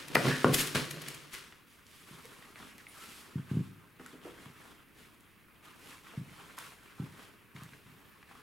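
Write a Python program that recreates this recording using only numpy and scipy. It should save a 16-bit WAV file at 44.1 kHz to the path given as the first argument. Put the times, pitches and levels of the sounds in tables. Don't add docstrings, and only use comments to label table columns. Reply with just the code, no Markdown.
import sys
import numpy as np
from scipy import signal
from scipy.fft import rfft, irfft
from scipy.io import wavfile
from scipy.ndimage import uniform_filter1d

SR = 44100
rng = np.random.default_rng(int(sys.argv[2]) if len(sys.argv) > 2 else 0)


def dump_mix(stems):
    frames = np.atleast_2d(stems).T
    limited = np.clip(frames, -1, 1)
    pcm = np.round(limited * 32767).astype(np.int16)
    wavfile.write(sys.argv[1], SR, pcm)


N = 371630
TIME, HZ = np.arange(N) / SR, np.fft.rfftfreq(N, 1 / SR)

# (frequency [Hz], level [dB])
HUSH_SPECTRUM = [(25, -4), (60, 2.5), (110, 2.5), (280, 1), (450, -5.5), (750, -17.5), (1100, -9.5),
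                 (1700, -7.5), (2600, -8), (4000, -29), (6500, -39), (9500, -19), (16000, -18)]
# (frequency [Hz], t60 [s])
ROOM_DECAY = [(100, 0.14), (250, 0.97), (600, 0.53), (2000, 0.27), (6000, 0.5), (16000, 0.35)]
# (delay [s], level [dB])
REFLECTIONS = [(0.021, -8.5), (.032, -9.5), (.038, -6.5)]
# (frequency [Hz], side over mid [ratio])
STEREO_WIDTH = [(30, 1), (70, 0.89), (150, 0.25), (300, 0.56), (600, 0.23), (1200, 0.4), (2500, 0.46),
                (5000, 0.36), (8000, 0.093), (14000, 0.6)]
# (time [s], pitch [Hz], level [dB])
SQUEAK_CURVE = [(7.879, 13500, -85), (7.92, 13620, -73), (7.99, 13280, -74), (8.04, 13700, -75),
                (8.08, 14200, -71), (8.12, 14350, -68), (8.15, 14400, -88)]
# (start [s], rise
# [s], hold [s], rub [dB], hiss [dB])
HAND_STROKES = [(1.388, 0.036, 0.086, -63, -82), (1.66, .03, 0.064, -77, -64),
                (1.817, 0.12, 0.099, -61, -58.5), (2.057, 0.026, 0.14, -54.5, -58.5),
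                (2.212, 0.039, 0.26, -56.5, -59.5), (2.519, 0.066, 0.11, -53, -58),
                (2.772, 0.014, .01, -57, -64), (2.834, 0.19, 0.18, -56, -52.5),
                (3.196, 0.09, 0.22, -58, -67), (3.442, 0.065, .15, -56.5, -62),
                (3.99, 0.0086, 0.14, -58, -63.5), (4.204, 0.053, .03, -53, -60.5),
                (4.312, 0.11, .03, -54.5, -60.5), (4.514, 0.084, 0.11, -56.5, -62),
                (4.927, 0.075, .02, -59, -61), (5.613, 0.044, .035, -54.5, -61.5),
                (5.729, .17, 0.018, -55, -55.5), (6.016, 0.046, 0.11, -55.5, -61),
                (6.195, 0.17, 0.16, -53.5, -59.5), (6.565, .01, 0.082, -52, -52.5),
                (6.755, 0.084, 0.12, -59.5, -66), (6.954, 0.044, 0.064, -55.5, -63),
                (7.052, 0.16, 0.02, -54.5, -59.5), (7.538, 0.024, 0.063, -54, -60),
                (7.7, 0.027, .01, -61, -64), (7.812, 0.028, 0.53, -61.5, -70), (8.26, 0.036, .12, -60, -67)]
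# (frequency [Hz], level [dB])
RUB_SPECTRUM = [(60, -7.5), (150, 3.5), (350, 3.5), (550, -4), (780, -4.5), (1100, 2.5), (1500, 0.5),
                (2200, -3), (3200, -6), (5000, -18), (16000, -35.5)]
# (frequency [Hz], level [dB])
WEAVE_SPECTRUM = [(500, -21), (2000, 5), (3500, 4), (6000, -0.5), (8000, 0), (10500, 0.5), (13000, -3.5),
                  (16000, -13)]
# (time [s], level [dB], centre [Hz], width [octaves])
SHOE_TAPS = [(1.063, -40, 2420, 1), (1.524, -46.5, 1800, 0.59), (1.867, -50, 4970, .46),
             (2.082, -58, 352, 0.59), (2.244, -50.5, 463, 0.22), (2.255, -44, 6000, 1.6),
             (2.424, -46.5, 1900, 0.34), (2.558, -43.5, 2180, 0.37), (2.601, -48, 1180, 0.46),
             (2.604, -49.5, 236, 0.5), (2.7817, -45.5, 4030, 3.3), (2.868, -41.5, 2050, 0.24),
             (3.997, -47.5, 1360, 0.58), (3.998, -47.5, 266, 0.94), (4.0613, -43.5, 1410, 0.5),
             (4.0629, -41.5, 8100, 1.4), (4.133, -47, 273, 0.72), (4.253, -42.5, 333, 0.25),
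             (4.268, -45.5, 354, 1.3), (4.458, -48.5, 1150, 1.2), (5.2077, -53, 7000, 1.6),
             (6.137, -51, 420, 1.96), (6.5796, -37.5, 1080, 0.34), (6.587, -34, 4900, 2.6),
             (6.613, -47, 1080, .2), (7.5635, -44, 1995, 0.81), (7.635, -44, 6000, 2),
             (7.734, -47, 1700, 0.38), (8.228, -48, 1650, 0.75), (8.312, -49, 1040, 0.22),
             (8.352, -50.5, 1190, 0.21), (8.418, -55, 1300, .4)]
# (time [s], level [dB], centre [Hz], fall [s])
DRAG_CREAKS = [(.307, -31.5, 1695, 0.048), (2.885, -56, 10200, .034), (2.95, -54.5, 1340, 0.13),
               (5.909, -55, 1049, 0.039)]
# (time [s], level [dB], cut-off [Hz])
SOLE_IMPACTS = [(2.11, -40.5, 400), (3.356, -20.5, 268), (3.513, -20, 330), (3.543, -25, 276),
                (3.5691, -15.5, 310), (4.461, -39, 387), (6.1741, -23.5, 233), (6.276, -41, 240),
                (6.998, -23.5, 320), (7.084, -40.5, 265), (7.549, -35, 194.3), (7.619, -35.5, 210),
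                (7.724, -48, 250), (7.857, -44, 169), (7.92, -44, 165)]
# (frequency [Hz], level [dB], t60 [s])
TABLE_MODES = [(103.6, -30.5, 0.73), (144.7, -5, 0.087), (165, -29, 0.13), (196, -2.5, 0.025),
               (260.4, -21.5, 0.23), (297, -25, 0.046), (372.6, -23, 0.091), (460, -36, 0.039)]
# (peak time [s], level [dB], rise [s], fall [s])
TISSUE_CRUMPLES = [(0, -45.5, .01, .06), (.154, -21, 0.003, 0.0025), (.266, -36, 0.079, 0.15),
                   (.445, -35, 0.00084, 0.01), (.585, -36.5, 0.12, 0.12), (.7505, -25, 0.002, 0.014),
                   (.77, -35, .006, 0.065), (1.08, -48, 0.13, 0.16), (1.336, -44.5, 0.011, 0.08)]
# (frequency [Hz], level [dB])
CRUMPLE_SPECTRUM = [(400, -3), (780, -10), (1100, 2.5), (1500, 3.5), (2300, 3.5), (3300, 1), (5000, -3.5),
                    (7000, -8), (10500, -9), (13000, -16), (16000, -18)]
# (time [s], level [dB], fall [s])
FOLD_SNAPS = [(0.084, -42.5, .003), (0.153, -27, 0.0023), (0.545, -21, 0.006), (.592, -32, 0.016),
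              (.61, -31, 0.01), (0.674, -35.5, 0.0043), (0.911, -36, 0.0038), (1.02, -41.5, 0.0032),
              (1.086, -35, 0.0027), (1.147, -44, 0.0034), (1.341, -43, .011)]
# (frequency [Hz], level [dB])
SNAP_SPECTRUM = [(200, -4), (1000, -11.5), (2000, -0.5), (3200, -1), (5000, -4.5), (9000, -3),
                 (12000, -3.5), (16000, -15.5)]
# (peak time [s], level [dB], rise [s], fall [s])
BOX_SHOVES = [(0, -50.5, .01, 0.13), (.16, -40, 0.052, 0.071), (.29, -29, 0.052, .027),
              (.6, -39, 0.088, 0.064), (.78, -36, 0.014, 0.056), (1.0, -46, 0.34, 0.16)]
# (frequency [Hz], level [dB])
SLIDE_SPECTRUM = [(40, -33), (100, -27), (142, 14.5), (190, -7), (300, 2.5), (520, -4), (800, -12.5),
                  (1150, -6.5), (1500, -13), (1770, -9), (2300, -12.5), (4000, -15), (16000, -39)]
# (time [s], level [dB], crack pitch [ratio], panel ring [dB], table boom [dB])
BOX_BUMPS = [(0.156, -9, 1.77, -23.5, -38), (.168, -17, 1.33, -23, 5), (.247, -36, 0.66, -33, 22.5),
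             (0.255, -23.5, 0.98, -5.5, 14.5), (.270, -30.5, 1.1, 3.5, 19.5), (.287, -26.5, 0.83, -10, 9.5),
             (.445, -9.5, 1.03, -13, 3.5), (.465, -32.5, 0.95, 3.5, -20.5), (0.493, -36.5, 0.39, 4, 28),
             (0.748, -33.5, 2.7, -13, 19.5), (.757, -24, 1.54, -7.5, 8.5)]
# (frequency [Hz], level [dB], t60 [s])
CRACK_MODES = [(401, -6, 0.026), (549, -15, 0.025), (721, -7.5, 0.019), (1080, -2.5, 0.012),
               (1110, -4.5, 0.01), (1350, -11, 0.026), (2800, -11.5, 0.011)]
# (frequency [Hz], level [dB], t60 [s])
PANEL_MODES = [(141, -5, .5), (254, 0, .45), (313, -10, .3), (380, -2, .25), (431, -2, .3), (505, -3, .28),
               (550, -5, .3), (645, -12, .2), (1149, -10, .08), (1374, -7, .08), (1545, -10, .1),
               (1960, -10, .06)]


def amp(db):
    return 10 ** (np.asarray(db) / 20)


def unit(x):
    return x / np.sqrt(np.mean(x ** 2) + 1e-20)


def read(points, hz):
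    frequencies, values = np.transpose(points)
    return np.interp(np.log(hz + 1), np.log(frequencies + 1), values)


def add(mix, s, sound):
    part = mix[max(round(s * SR), 0):][:len(sound)]
    part += sound[:len(part)]


def tint(x, spectrum):
    return unit(irfft(rfft(x) * amp(read(spectrum, HZ)), N))


def muffle(x, hz, order=2):
    return signal.sosfilt(signal.butter(order, min(hz, SR / 2 - 100), fs=SR, output="sos"), x)


def ring(modes, detune=0, stiffness=1):
    t = TIME[:SR // 2]
    motion = np.zeros(len(t))
    for hz, db, t60 in modes:
        shifted_hz = hz * stiffness * (1 + detune * rng.normal())
        motion += amp(db - 60 * t / t60) * np.sin(2 * np.pi * shifted_hz * t)
    return signal.sosfilt(signal.butter(4, 112, "high", fs=SR, output="sos"), motion)


def grains(per_s, spread_db, bed):
    size = amp(spread_db * np.minimum(rng.exponential(1, N), 4))
    occurs = rng.random(N) < per_s / SR
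    clicks = unit(size * occurs * rng.standard_normal((2, N)))
    return clicks + bed * rng.standard_normal((2, N))


def patchy(x, depth_db):
    spectra = signal.stft(x, nperseg=512, noverlap=384)[2]
    patches = uniform_filter1d(rng.standard_normal(spectra.shape[1:]), size=9, axis=0)
    patches = unit(uniform_filter1d(patches, size=9, axis=1))
    return signal.istft(spectra * amp(depth_db * patches), nperseg=512, noverlap=384)[1][:, :N]


def swell(s, db, rise, fall):
    return amp(db) * np.exp(-np.maximum((s - TIME) / rise, (TIME - s) / fall).clip(0, 20))


def swells(rows):
    return np.sqrt(sum(swell(*row) ** 2 for row in rows))


def stereo(pair):
    side = irfft(rfft(pair[1]) * read(STEREO_WIDTH, HZ), N)
    return np.array([pair[0] + side, pair[0] - side])


def pan(x, left_db):
    return x * amp([[left_db / 2], [-left_db / 2]])


def walls(x):
    out = x.copy()
    for delay, db in REFLECTIONS:
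        add(out, delay, amp(db) * x)
    return out


def room(x, wet_db):
    hz, t, spectra = signal.stft(rng.standard_normal((2, SR * 3 // 4)), SR, nperseg=256)
    decay = amp(-60 * t / read(ROOM_DECAY, hz)[:, None])
    tail = signal.istft(spectra * decay, SR, nperseg=256)[1]
    tail *= np.clip((TIME[:tail.shape[1]] - .003) / 0.0034, 0, 1)
    mono = np.atleast_2d(x).mean(0)[None]
    wet = signal.fftconvolve(mono, tail / np.linalg.norm(tail[0]), axes=1)[:, :N]
    return x + amp(wet_db) * stereo(wet)


def hush():
    return amp(-64) * stereo(tint(rng.standard_normal((2, N)), HUSH_SPECTRUM))


def squeak(jitter_hz=110):
    s, hz, _ = np.transpose(SQUEAK_CURVE)
    jitter = unit(uniform_filter1d(rng.standard_normal(N), size=60))
    pitch = np.interp(TIME, s, hz) + jitter_hz * jitter
    level_db = np.interp(TIME, s, [db for _, _, db in SQUEAK_CURVE])
    sounding = (TIME > s[0]) & (TIME < s[-1])
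    return amp(level_db) * sounding * np.sin(2 * np.pi * np.cumsum(pitch) / SR)


def stroke(start, rise, hold, sag_db_per_s=11.5, release_s=0.097):
    t = np.maximum(TIME - start, 0)
    attack = np.minimum(t / rise, 1)
    sag = amp(-sag_db_per_s * np.maximum(t - rise, 0))
    release = np.exp(-((t - rise - hold) / release_s).clip(0, 20))
    return attack * sag * release


def cloth():
    rub_power, hiss_power = amp(-66) ** 2, amp(-73.5) ** 2
    for start, rise, hold, rub_db, hiss_db in HAND_STROKES:
        speed = stroke(start, rise, hold)
        rub_power += (amp(rub_db) * speed) ** 2
        hiss_power += (amp(hiss_db) * speed) ** 2
    slips = patchy(grains(per_s=900, spread_db=2.5, bed=1.58), depth_db=2.87)
    rub = tint(slips, RUB_SPECTRUM) * np.sqrt(rub_power)
    hiss = tint(grains(per_s=700, spread_db=3.0, bed=2.3), WEAVE_SPECTRUM) * np.sqrt(hiss_power)
    grip_db = 0.87 * unit(muffle(rng.standard_normal(N), hz=35)) - 1.5
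    return room(stereo(rub + hiss) * amp(grip_db), wet_db=-9.5)


def touch(db, centre_hz, octaves, fall):
    fade = np.exp(-TIME[:SR // 2] / fall)
    contact = rng.standard_normal(len(fade)) * fade
    contact[0] += 6
    edges = np.minimum(centre_hz * 2 ** (np.array([-.5, .5]) * octaves), [SR / 3, SR / 2.1])
    sound = signal.sosfilt(signal.butter(1, edges, "band", fs=SR, output="sos"), contact)
    return amp(db) * unit(muffle(sound, 2 * edges[1])) * np.std(fade)


def taps_and_creaks(fall_cycles=6.05):
    out = np.zeros(N)
    for s, db, centre_hz, octaves in SHOE_TAPS:
        add(out, s, touch(db, centre_hz, octaves, fall_cycles / centre_hz))
    for s, db, centre_hz, fall in DRAG_CREAKS:
        add(out, s, touch(db, centre_hz, octaves=0.17, fall=fall))
    return room(out, wet_db=-5)


def soles():
    out = np.zeros(N)
    for s, db, cutoff_hz in SOLE_IMPACTS:
        add(out, s, -amp(db) * muffle(ring(TABLE_MODES), cutoff_hz, order=3))
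    return room(walls(out), wet_db=-15.5)


def tissue(rise_over_fall=0.98):
    clicks = grains(per_s=4000, spread_db=2.0, bed=0.35)
    crush = amp(-1) * tint(clicks, CRUMPLE_SPECTRUM) * swells(TISSUE_CRUMPLES)
    bursts = sum(swell(s, db, rise_over_fall * fall, fall) for s, db, fall in FOLD_SNAPS)
    folds = tint(rng.standard_normal((2, N)), SNAP_SPECTRUM) * bursts
    return pan(room(stereo(crush + folds), wet_db=-6.0), left_db=1.5)


def box(boom_band_hz=(122, 910)):
    cracks, panels, booms = np.zeros((3, N))
    for s, db, stiffness, ring_db, boom_db in BOX_BUMPS:
        crack = muffle(ring(CRACK_MODES, stiffness=stiffness), hz=2250 * stiffness)
        add(cracks, s, amp(db - 2) * crack)
        add(panels, s, amp(db + ring_db) * ring(PANEL_MODES, detune=0.0035))
        add(booms, s, -amp(db + boom_db) * ring(TABLE_MODES))
    booms = signal.sosfilt(signal.butter(2, boom_band_hz, "band", fs=SR, output="sos"), booms)
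    slips = patchy(grains(per_s=1200, spread_db=-2.0, bed=0.67), depth_db=-1.5)
    scrape = stereo(tint(slips, SLIDE_SPECTRUM)) * swells(BOX_SHOVES)
    body = room(amp(-5.0) * panels + amp(-8.5) * walls(booms), wet_db=-15.5)
    return pan(room(cracks, wet_db=-5.0), left_db=2.5) + body + scrape


def scene():
    return box() + tissue() + soles() + taps_and_creaks() + cloth() + squeak() + hush()


def record(dry):
    low_pass = signal.firwin(511, cutoff=15950, window=("kaiser", 9), fs=SR)
    return signal.oaconvolve(dry, low_pass[None], "same")


dry = scene()
out = record(dry)
dump_mix(out)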